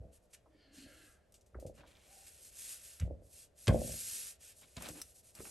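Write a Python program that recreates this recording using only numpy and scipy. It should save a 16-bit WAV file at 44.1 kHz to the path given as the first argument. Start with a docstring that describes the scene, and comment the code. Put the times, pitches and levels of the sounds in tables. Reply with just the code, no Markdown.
"""Stamping a card on a craft desk

Close by, in a small quiet room, a sheet of card skids hollowly over a mat and hands rub the paper:
many tiny slips blend into a hiss. A stamp is set down and pressed, so the desk thumps and something
loose on it rattles. At the end the card is lifted and shifted with a grainy rustle and small clicks."""
import sys
import numpy as np
from scipy import signal
from scipy.fft import rfft, irfft
from scipy.io import wavfile
from scipy.ndimage import uniform_filter1d

SR = 44100
rng = np.random.default_rng(int(sys.argv[2]) if len(sys.argv) > 2 else 0)


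def dump(signal):
    """Clip the signal to [-1, 1] and save it as 16-bit WAV at the path in sys.argv[1]."""
    limited = np.clip(np.atleast_2d(signal).T, -1, 1)
    pcm = np.round(limited * 32767).astype(np.int16)
    wavfile.write(sys.argv[1], SR, pcm)


N = 242550
TIME = np.arange(N) / SR
FREQS = np.maximum(np.fft.rfftfreq(N, 1 / SR), 1)

# presses of the stamp: t/s of the last push, level/dB, contact/ms, gap between pushes/s, rattle/dB
PRESSES = [(1.567, -32.5, 9.5, 0.016, -70), (3.029, -18.5, 7.38, 0.012, -50),
           (3.694, -12.5, 3.84, 0.00905, -39.5)]
# light bumps of hand and card on the desk: t/s, level/dB, contact/ms, rattle/dB
BUMPS = [(0.001, -34.5, 7.7, -53), (.857, -50, 6.4, -57), (1.792, -49, 6.9, -57.5),
         (4.772, -40.5, 1.3, -59), (4.902, -44.5, 2.7, -58.5), (5.392, -44, 4.3, -64)]


def from_db(db):
    """Turn decibels into a gain to multiply by."""
    return 10 ** (np.asarray(db) / 20)


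def rms_one(x):
    """Scale a sound so that its average strength (rms) is 1."""
    return x / np.sqrt(np.mean(x ** 2) + 1e-20)


def at_hz(points, hz):
    """Look up a frequency in a table, blending between rows octave by octave."""
    freqs, values = np.transpose(points)
    return np.interp(np.log(hz), np.log(freqs), values)


def add(track, s, sound):
    """Mix a short sound into a track, starting at s seconds."""
    start = max(round(s * SR), 0)
    track[start:start + len(sound)] += sound[:N - start]


def along(curve):
    """A smooth gain that follows (time, level) points and is silent outside them."""
    db = np.interp(TIME, *np.transpose(curve), left=-140, right=-140)
    return uniform_filter1d(from_db(db), size=300)


def strokes(rows):
    """Gain over time: each stroke speeds up, holds its speed and slows down again."""
    edge_drop_db, flatness = 12.5, 4.9
    gain = 0
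    for stroke_start, length, db, *_ in rows:
        off_middle = np.minimum(np.abs(2 * (TIME - stroke_start) / length - 1), 3)
        gain = gain + from_db(db - edge_drop_db * off_middle ** flatness)
    return gain


def drift(rate_hz):
    """A smooth random wobble, about 1 in size."""
    step, warm_up = 40, 2000  # audio samples per value; values skipped at the start
    r = np.exp(-2 * np.pi * rate_hz * step / SR)
    noise = rng.standard_normal(N // step + warm_up + 2)
    slow = signal.lfilter([1], [1, -2 * r, r * r], noise)[warm_up:]
    return np.interp(np.arange(N) / step, np.arange(len(slow)), rms_one(slow))


def ring(force, modes):
    """A struck object rings with its own tones (modes); each fades by 60 dB in its ring time, t60."""
    out = 0
    for hz, db, t60 in modes:
        r = np.exp(-np.log(1000) / (t60 * SR))
        w = 2 * np.pi * hz / SR
        tone = signal.lfilter([0, np.sin(w)], [1, -2 * r * np.cos(w), r * r], force + 1e-18)
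        out = out + from_db(db) * tone
    return out


def resonate(x, hz, width):
    """A resonance lets through the part of a sound near one frequency."""
    r = np.exp(-np.pi * width / SR)
    poles = [1, -2 * r * np.cos(2 * np.pi * hz / SR), r * r]
    return signal.lfilter(np.array([1, 0, -1]) * (1 - r * r) / 2, poles, x)


def stereo(mid, side, hz):
    """Mix two noises into left and right, more alike at some frequencies than at others."""
    # how alike the two sides are: f/Hz, likeness (1 = the same)
    likeness = [(50, 0.95), (150, 0.87), (600, 0.5), (1400, 0.72), (3000, 0.47), (8000, 1)]
    alike = np.clip(at_hz(likeness, hz), 0, 1)
    return np.sqrt(1 + alike) * mid + np.sqrt(1 - alike) * side * [[1], [-1]]


def noise_bands(size):
    """Stereo noise split into octaves, as (centre frequency, band)."""
    edges = np.geomspace(35, 17500, 10)
    white = rng.standard_normal((2, 2, size))
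    for k, (low, high) in enumerate(zip(edges, edges[1:])):
        octave = signal.butter(2, [low, high], "band", fs=SR, output="sos")
        mid, side = signal.sosfilt(octave, white[k % 2])
        centre = np.sqrt(low * high)
        yield centre, stereo(mid, side, centre)


def coloured(spectrum):
    """Stereo noise with a given colour, or balance of low and high."""
    mid, side = rfft(rng.standard_normal((2, N)))
    return rms_one(irfft(stereo(mid, side, FREQS) * from_db(at_hz(spectrum, FREQS)), N))


def hush():
    """The quiet room has a faint, steady, low noise."""
    # its colour: f/Hz, level/dB
    colour = [(25, -12), (45, 0), (70, 1.5), (130, -9), (300, -15), (600, -7.5), (950, -25), (1400, -27),
              (2200, -30), (4000, -35), (8000, -36), (11500, -34), (14000, -74)]
    return from_db(-69.5) * coloured(colour)


def thumps():
    """Each blow is a short, rounded push on the desk; the longer the contact, the duller the thump."""
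    # the desk bounces back after a blow: t/s, level/dB, contact/ms
    rebounds = [(0.051, -49, 3.5), (1.651, -41, 3), (1.671, -40, 5.3), (3.094, -40.5, 4.7),
                (3.12, -43.5, 4.6), (3.21, -54, 7.7), (3.711, -32, 3.8), (3.757, -30, 5.3),
                (3.845, -35.5, 4.3), (3.907, -34, 5.6)]
    # the desk's own tones: f/Hz, level/dB, ring time/s
    desk_modes = [(67.7, -8, 0.079), (77, -5, 0.036), (108, -13, 0.099), (123, -6, 0.021),
                  (165, -1.5, 0.062), (229.5, -20, 0.51), (234.3, -7, 0.036)]
    pushes = [row[:3] for row in BUMPS] + rebounds
    firmer_db = 5.5  # the stamp settles in three pushes, each this much firmer
    for s, db, contact_ms, gap_s, _ in PRESSES:
        pushes += [(s - k * gap_s, db - k * firmer_db, contact_ms) for k in range(3)]
    force = np.zeros(N)
    for s, db, contact_ms in pushes:
        push = np.sin(np.pi * np.minimum(TIME[:2000] * 1000 / contact_ms, 1))
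        add(force, s, from_db(db) * push / push.sum())
    # the slowest bending of the board makes no sound
    low_cut = signal.butter(3, 58, "high", fs=SR, output="sos")
    return from_db(0.5) * signal.sosfilt(low_cut, ring(force, desk_modes))


def chatter(blows, gap_s, count):
    """A blow tosses the loose thing; it lands in an uneven, fading run of knocks (time, level, pitch)."""
    fade_db_per_s, spread_db, middle_hz, pitch_spread = 81, 1.5, 553, 0.095
    rows = []
    for s, *_, db in blows:
        delays = gap_s * np.cumsum(rng.uniform(.3, 1.7, count))
        strength, spot = rng.standard_normal((2, count))
        levels = db - fade_db_per_s * delays + spread_db * strength
        pitches = middle_hz * np.exp(pitch_spread * spot)
        rows += zip(s + delays, levels, pitches)
    return [row for row in rows if row[0] < TIME[-1]]


def rattle():
    """The loose thing lands on a new spot each time, so each wooden knock has its own pitch."""
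    # its clearest knocks: t/s, level/dB, f/Hz
    knocks = [(1.552, -41, 378), (1.586, -45, 580), (1.625, -41.5, 547), (1.648, -48, 590),
              (1.653, -38.5, 520), (1.667, -47, 615), (1.696, -44, 573), (3.021, -48.5, 510),
              (3.05, -49, 574), (3.062, -50, 570), (3.076, -42.5, 570), (3.101, -44.5, 487),
              (3.108, -36.5, 540), (3.148, -55, 565), (3.219, -52, 550), (3.683, -21, 408),
              (3.692, -25.5, 550), (3.711, -26.5, 604), (3.724, -26.5, 570), (3.744, -20, 559),
              (3.758, -30, 600), (3.775, -28.5, 553), (3.816, -28.5, 565), (3.836, -50, 520),
              (3.876, -43, 600), (3.894, -40, 576), (3.938, -46, 560), (4.769, -46.5, 385),
              (4.888, -43.5, 520), (5.403, -39, 394)]
    # the faint ring that all knocks share: f/Hz, level/dB, ring time/s
    loose_modes = [(379, -22, 0.026), (439.7, -19.5, 0.18), (510, -9.5, 0.044), (538, -18, 0.22)]
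    small_knocks = chatter(PRESSES, gap_s=0.03, count=12) + chatter(BUMPS, gap_s=0.0088, count=14)
    swell_s, undertone_ratio, undertone_db = 0.002, 0.662, -6.5
    knocking, force, t = np.zeros(N), np.zeros(N), TIME[:SR // 25]
    swell = t / swell_s * np.exp(1 - t / swell_s)  # a padded knock takes a moment to build
    for s, db, hz in knocks + small_knocks:
        phase = 2 * np.pi * hz * t
        tone = np.sin(phase) + from_db(undertone_db) * np.sin(undertone_ratio * phase)
        add(knocking, s, from_db(db) * swell * tone)
        add(force, s, from_db([db]))
    band = signal.butter(4, [200, 900], "band", fs=SR, output="sos")
    return from_db(-3.0) * signal.sosfilt(band, knocking + ring(force, loose_modes))


def card(x, body_db):
    """The sheet adds its own resonances, its body, to whatever touches it."""
    # the card lying on the mat: f/Hz, width/Hz, level/dB
    resonances = [(1050, 88, -24), (1600, 58, -23), (2530, 130, -8), (2750, 150, -7.5)]
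    return x + sum(from_db(db + body_db) * resonate(x, hz, width) for hz, width, db in resonances)


def catches(per_s):
    """Friction: fibres catch and let go at random, each for about a millisecond."""
    slips = (rng.random(N) < per_s / SR) * rng.exponential(1, N)
    return rms_one(signal.lfilter([1], [1, -np.exp(-1000 / SR)], slips))


def rubbing():
    """Skin on smooth paper: countless tiny slips blend into a hiss that gets brighter with speed."""
    # a hand rubs, slowly gathering speed: t/s, level/dB
    slow_rub = [(1.87, -70), (1.964, -80), (2.138, -61.5), (2.482, -64), (2.506, -68.5), (2.59, -49.5),
                (2.728, -48), (2.802, -61), (2.85, -53), (2.985, -62.5), (3.08, -82.5)]
    # a firm, even rub after the hardest press: t/s, level/dB
    firm_rub = [(3.73, -57), (3.782, -55), (3.834, -47), (4.162, -43), (4.308, -50), (4.37, -79)]
    # strokes of a finger or hand: start t/s, length/s, level/dB, extra body/dB
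    hand_strokes = [(0.12, 0.06, -68, -7), (0.216, 0.053, -80, -28), (0.301, 0.067, -74, -7),
                    (0.331, 0.023, -59.5, 10.5), (0.731, 0.12, -64.5, 8.5), (0.836, 0.33, -67.5, -4),
                    (1.741, 0.067, -72, 2), (2.263, 0.031, -62, 5.5), (2.414, 0.087, -62, -36),
                    (3.223, 0.11, -70.5, -32), (3.314, 0.15, -58, -8), (3.567, 0.18, -58.5, -6),
                    (4.402, 0.13, -57.5, 1.5), (4.547, 0.092, -61.5, -16), (4.626, 0.19, -68.5, -1.5),
                    (4.787, 0.26, -55.5, -3), (5.048, 0.087, -64.5, -10), (5.14, 0.077, -62, -17),
                    (5.231, 0.088, -63.5, -8), (5.359, 0.46, -52, -24)]
    # the bright hiss of quick strokes: f/Hz, level/dB
    bright_colour = [(500, -24), (1100, -34.5), (1700, -25.5), (2700, -19), (4400, -12), (6200, -8.5),
                     (8500, -4.5), (9300, -3.5), (11500, -2.5), (12400, -18.5), (13400, -46), (15200, -33),
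                     (16000, -44)]
    # the duller hiss that even slow strokes make: f/Hz, level/dB
    dull_colour = [(500, -12), (1000, -3), (1600, 7), (2700, 6.5), (4500, 7), (8500, 9.5), (12000, -3.5),
                   (13400, -52)]
    rubs = along(slow_rub) + along(firm_rub)
    speed = rubs + strokes(hand_strokes)
    weight = rubs + strokes([(s, length, db + body_db) for s, length, db, body_db in hand_strokes])
    slips = rng.standard_normal((2, N)) * catches(per_s=22000)
    colours = from_db([at_hz(bright_colour, FREQS), at_hz(dull_colour, FREQS)])
    bright, dull = irfft(rfft(slips) * colours, N)
    # the treble follows the speed closely, the sheet's body less so
    fizz = speed * rms_one(card(bright, body_db=0.5))
    body = from_db(-28.0) * np.abs(weight) ** 0.65 * rms_one(card(dull, body_db=7.5))
    return fizz + body


def taps():
    """Each touch is a brief crack of paper; soft touches fade more slowly than hard ones."""
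    # touches of stamp, card and fingernails: t/s, level/dB, brightness/Hz, ring time/s
    touches = [(0.459, -56.5, 680, 0.078), (1.322, -57.5, 8300, 0.053), (1.341, -53, 7060, 0.14),
               (1.41, -61, 7500, 0.073), (1.462, -64, 8100, 0.12), (1.545, -45, 990, 0.067),
               (1.598, -54.5, 9100, 0.18), (1.665, -51, 7550, 0.13), (1.834, -50, 925, 0.08),
               (2.997, -45.5, 1610, 0.049), (2.999, -37, 7000, 0.027), (3.013, -50.5, 1850, 0.12),
               (3.669, -39, 900, 0.058), (3.671, -29.5, 4770, 0.026), (3.679, -21.5, 2660, 0.028),
               (3.68, -29.5, 7600, 0.041), (3.689, -29, 1120, 0.088), (4.579, -66, 9300, 0.025),
               (4.767, -35.5, 5300, 0.021), (4.822, -35, 8600, 0.04), (4.887, -36, 8400, 0.042),
               (5.351, -43, 9300, 0.052), (5.402, -46, 1190, 0.046), (5.453, -42.5, 1410, 0.033)]
    out, t = np.zeros(N), TIME[:SR // 4]
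    for s, db, hz, t60 in touches:
        band = signal.butter(1, [hz / 1.4, min(hz * 1.53, SR / 3)], "band", fs=SR, output="sos")
        high_cut = signal.butter(8, min(hz * 1.94, 12000), fs=SR, output="sos")
        crack = rms_one(signal.sosfilt(np.vstack([band, high_cut]), rng.standard_normal(len(t))))
        add(out, s, from_db(db) * crack * np.exp(-np.log(1000) * t / t60))
    return from_db(-6.5) * card(out, body_db=3.5)


def groaning():
    """The sheet sticks and slips in step for a moment, making a faint, rough, wavering tone."""
    # the groans: start t/s, length/s, level/dB, f/Hz
    groans = [(0.472, 0.15, -74, 310), (0.643, 0.16, -71, 291.6), (0.764, 0.12, -59, 279.5),
              (0.874, 0.24, -71.5, 305), (2.078, 0.21, -73.5, 775), (4.866, 0.15, -60, 304.4)]
    wobble_hz, roughness_db = 24.02, 4
    out = 0
    for s, length, db, hz in groans:
        phase = 2 * np.pi * np.cumsum(hz + wobble_hz * drift(rate_hz=73.6)) / SR
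        out = out + strokes([(s, length, db)]) * np.sqrt(2) * np.sin(phase)
    return out * from_db(roughness_db * drift(rate_hz=55))


def skidding():
    """Friction on the mat makes the sliding sheet ring hollowly; its resonances sink in pitch together."""
    # the course of the skid: t/s, level/dB, pitch ratio, brightness/(dB per octave)
    skid = [(.5, -86, 1.03, -3), (.62, -72.5, 0.99, 6), (.71, -75.5, 0.94, 4.5), (.82, -66.5, 0.94, 9.5),
            (.9, -64, 0.94, -1), (1.051, -67, .9, 1), (1.13, -74, .88, -15), (1.301, -91, 0.95, 3)]
    # the sheet's resonances at pitch ratio 1: f/Hz, width/Hz, level/dB
    resonances = [(1524, 105, -7), (1790, 180, 0), (2230, 270, -3.5), (3010, 650, -2), (4480, 560, -4.5)]
    times, _, ratios, tilts = np.transpose(skid)
    tilt_db = np.interp(TIME, times, tilts)
    position = np.cumsum(np.interp(TIME, times, ratios))  # reading a sound more slowly lowers its pitch
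    friction, out = rng.standard_normal(2 * N), 0
    for hz, width, db in resonances:
        ringing = rms_one(resonate(resonate(friction, hz, width), hz, width * 2))
        gliding = np.interp(position, np.arange(2 * N), ringing)
        out = out + from_db(db + tilt_db * np.log2(hz / 2230)) * gliding
    return from_db(-3.5) * along([row[:2] for row in skid]) * out


def dragging():
    """The card's edge scrapes the mat in coarse slips with an unsteady grip; grit makes the edge ring."""
    # the drags: start t/s, length/s, scrape/dB, grit/dB
    drags = [(1.768, 0.06, -71.5, -84), (1.82, 0.33, -84, -72.5), (4.613, 0.047, -80.5, -69),
             (4.764, 0.031, -65, -56), (4.788, 0.13, -62.5, -65), (4.843, 0.027, -94, -58),
             (4.945, 0.069, -69.5, -65.5), (5.349, 0.081, -73, -81), (5.44, 0.056, -71, -70)]
    # colour of the scrape: f/Hz, level/dB
    colour = [(60, -14), (150, 19), (230, 17), (310, 21), (420, 10.5), (600, 19), (950, 12.5), (1600, 11),
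              (4000, 3.5), (7000, -7), (15000, -40)]
    # resonances of the stiff edge: f/Hz, width/Hz, level/dB
    edge = [(2340, 280, 10), (3230, 790, 10), (3850, 170, 3)]
    slips = coloured(colour) * catches(per_s=9000)
    scrape = from_db(10.5) * strokes(drags) * rms_one(card(slips, body_db=6.5))
    grip = from_db(2.0 * drift(rate_hz=9.5))
    snags = rng.standard_normal(N) * catches(per_s=2500)
    grit = rms_one(sum(from_db(db) * resonate(snags, hz, width) for hz, width, db in edge))
    grit_gain = strokes([(s, length, grit_db) for s, length, _, grit_db in drags])
    return grip * (scrape + grit_gain * grit)


def clicks():
    """Hard plastic chatters for a moment as it snaps, and rings high and short."""
    # the snaps: t/s, level/dB
    snaps = [(5.016, -32.5), (5.02, -40.5)]
    # the plastic's own tones: f/Hz, level/dB, ring time/s
    plastic_modes = [(5530, -2, .012), (5900, 3, .011), (8200, -1, .008), (9200, -2, .005),
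                     (10900, 2, .006)]
    force, t = np.zeros(N), TIME[:SR // 20]
    for s, db in snaps:
        burst = rng.standard_normal(len(t)) * np.exp(-t / 0.0025)
        add(force, s, from_db(db) * burst / np.linalg.norm(burst))
    return from_db(-4.0) * ring(force, plastic_modes)


def room(x, echo_db):
    """Echoes from the walls blur into a short tail; the treble dies first."""
    # how long the room rings: f/Hz, ring time/s
    ring_times = [(60, 0.55), (250, 0.42), (600, 0.16), (1500, 0.27), (5000, 0.16), (14000, 0.1)]
    t = TIME[:SR * 3 // 4]
    tail = sum(band * np.exp(-np.log(1000) * t / at_hz(ring_times, hz)) for hz, band in noise_bands(len(t)))
    tail = tail * np.minimum(t / 0.0025, 1)
    response = from_db(echo_db) * tail / np.sqrt(np.sum(tail ** 2) / 2)
    return x + signal.fftconvolve(x[None], response, axes=1)[:, :N]


def scene():
    """Thumps, knocks, taps and friction sound in the room, over its hush."""
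    desk = room(thumps(), echo_db=-13.5) * from_db([[-.3], [.3]])  # a little to the right
    knocks = room(rattle(), echo_db=-7.5)
    contacts = room(taps() + clicks(), echo_db=-13.0) * from_db([[.5], [-.5]])  # a little to the left
    friction = room(rubbing() + skidding(), echo_db=-9.0) + dragging() + groaning()
    return desk + knocks + contacts + friction + hush()


def record(dry):
    """The left microphone opening delays sound near its resonances; the highest treble is cut."""
    # resonances of that opening: f/Hz, width/Hz
    resonances = [(10250, 1290), (13800, 230)]
    cutoff_hz = 15900
    left, right = dry
    for hz, width in resonances:
        r = np.exp(-np.pi * width / SR)
        poles = [1, -2 * r * np.cos(2 * np.pi * hz / SR), r * r]
        left = signal.lfilter(poles[::-1], poles, left)  # shifts timing, not loudness
    high_cut = signal.ellip(10, .1, 80, cutoff_hz, fs=SR, output="sos")
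    return signal.sosfilt(high_cut, [left, right])


dry = scene()
out = record(dry)
dump(out)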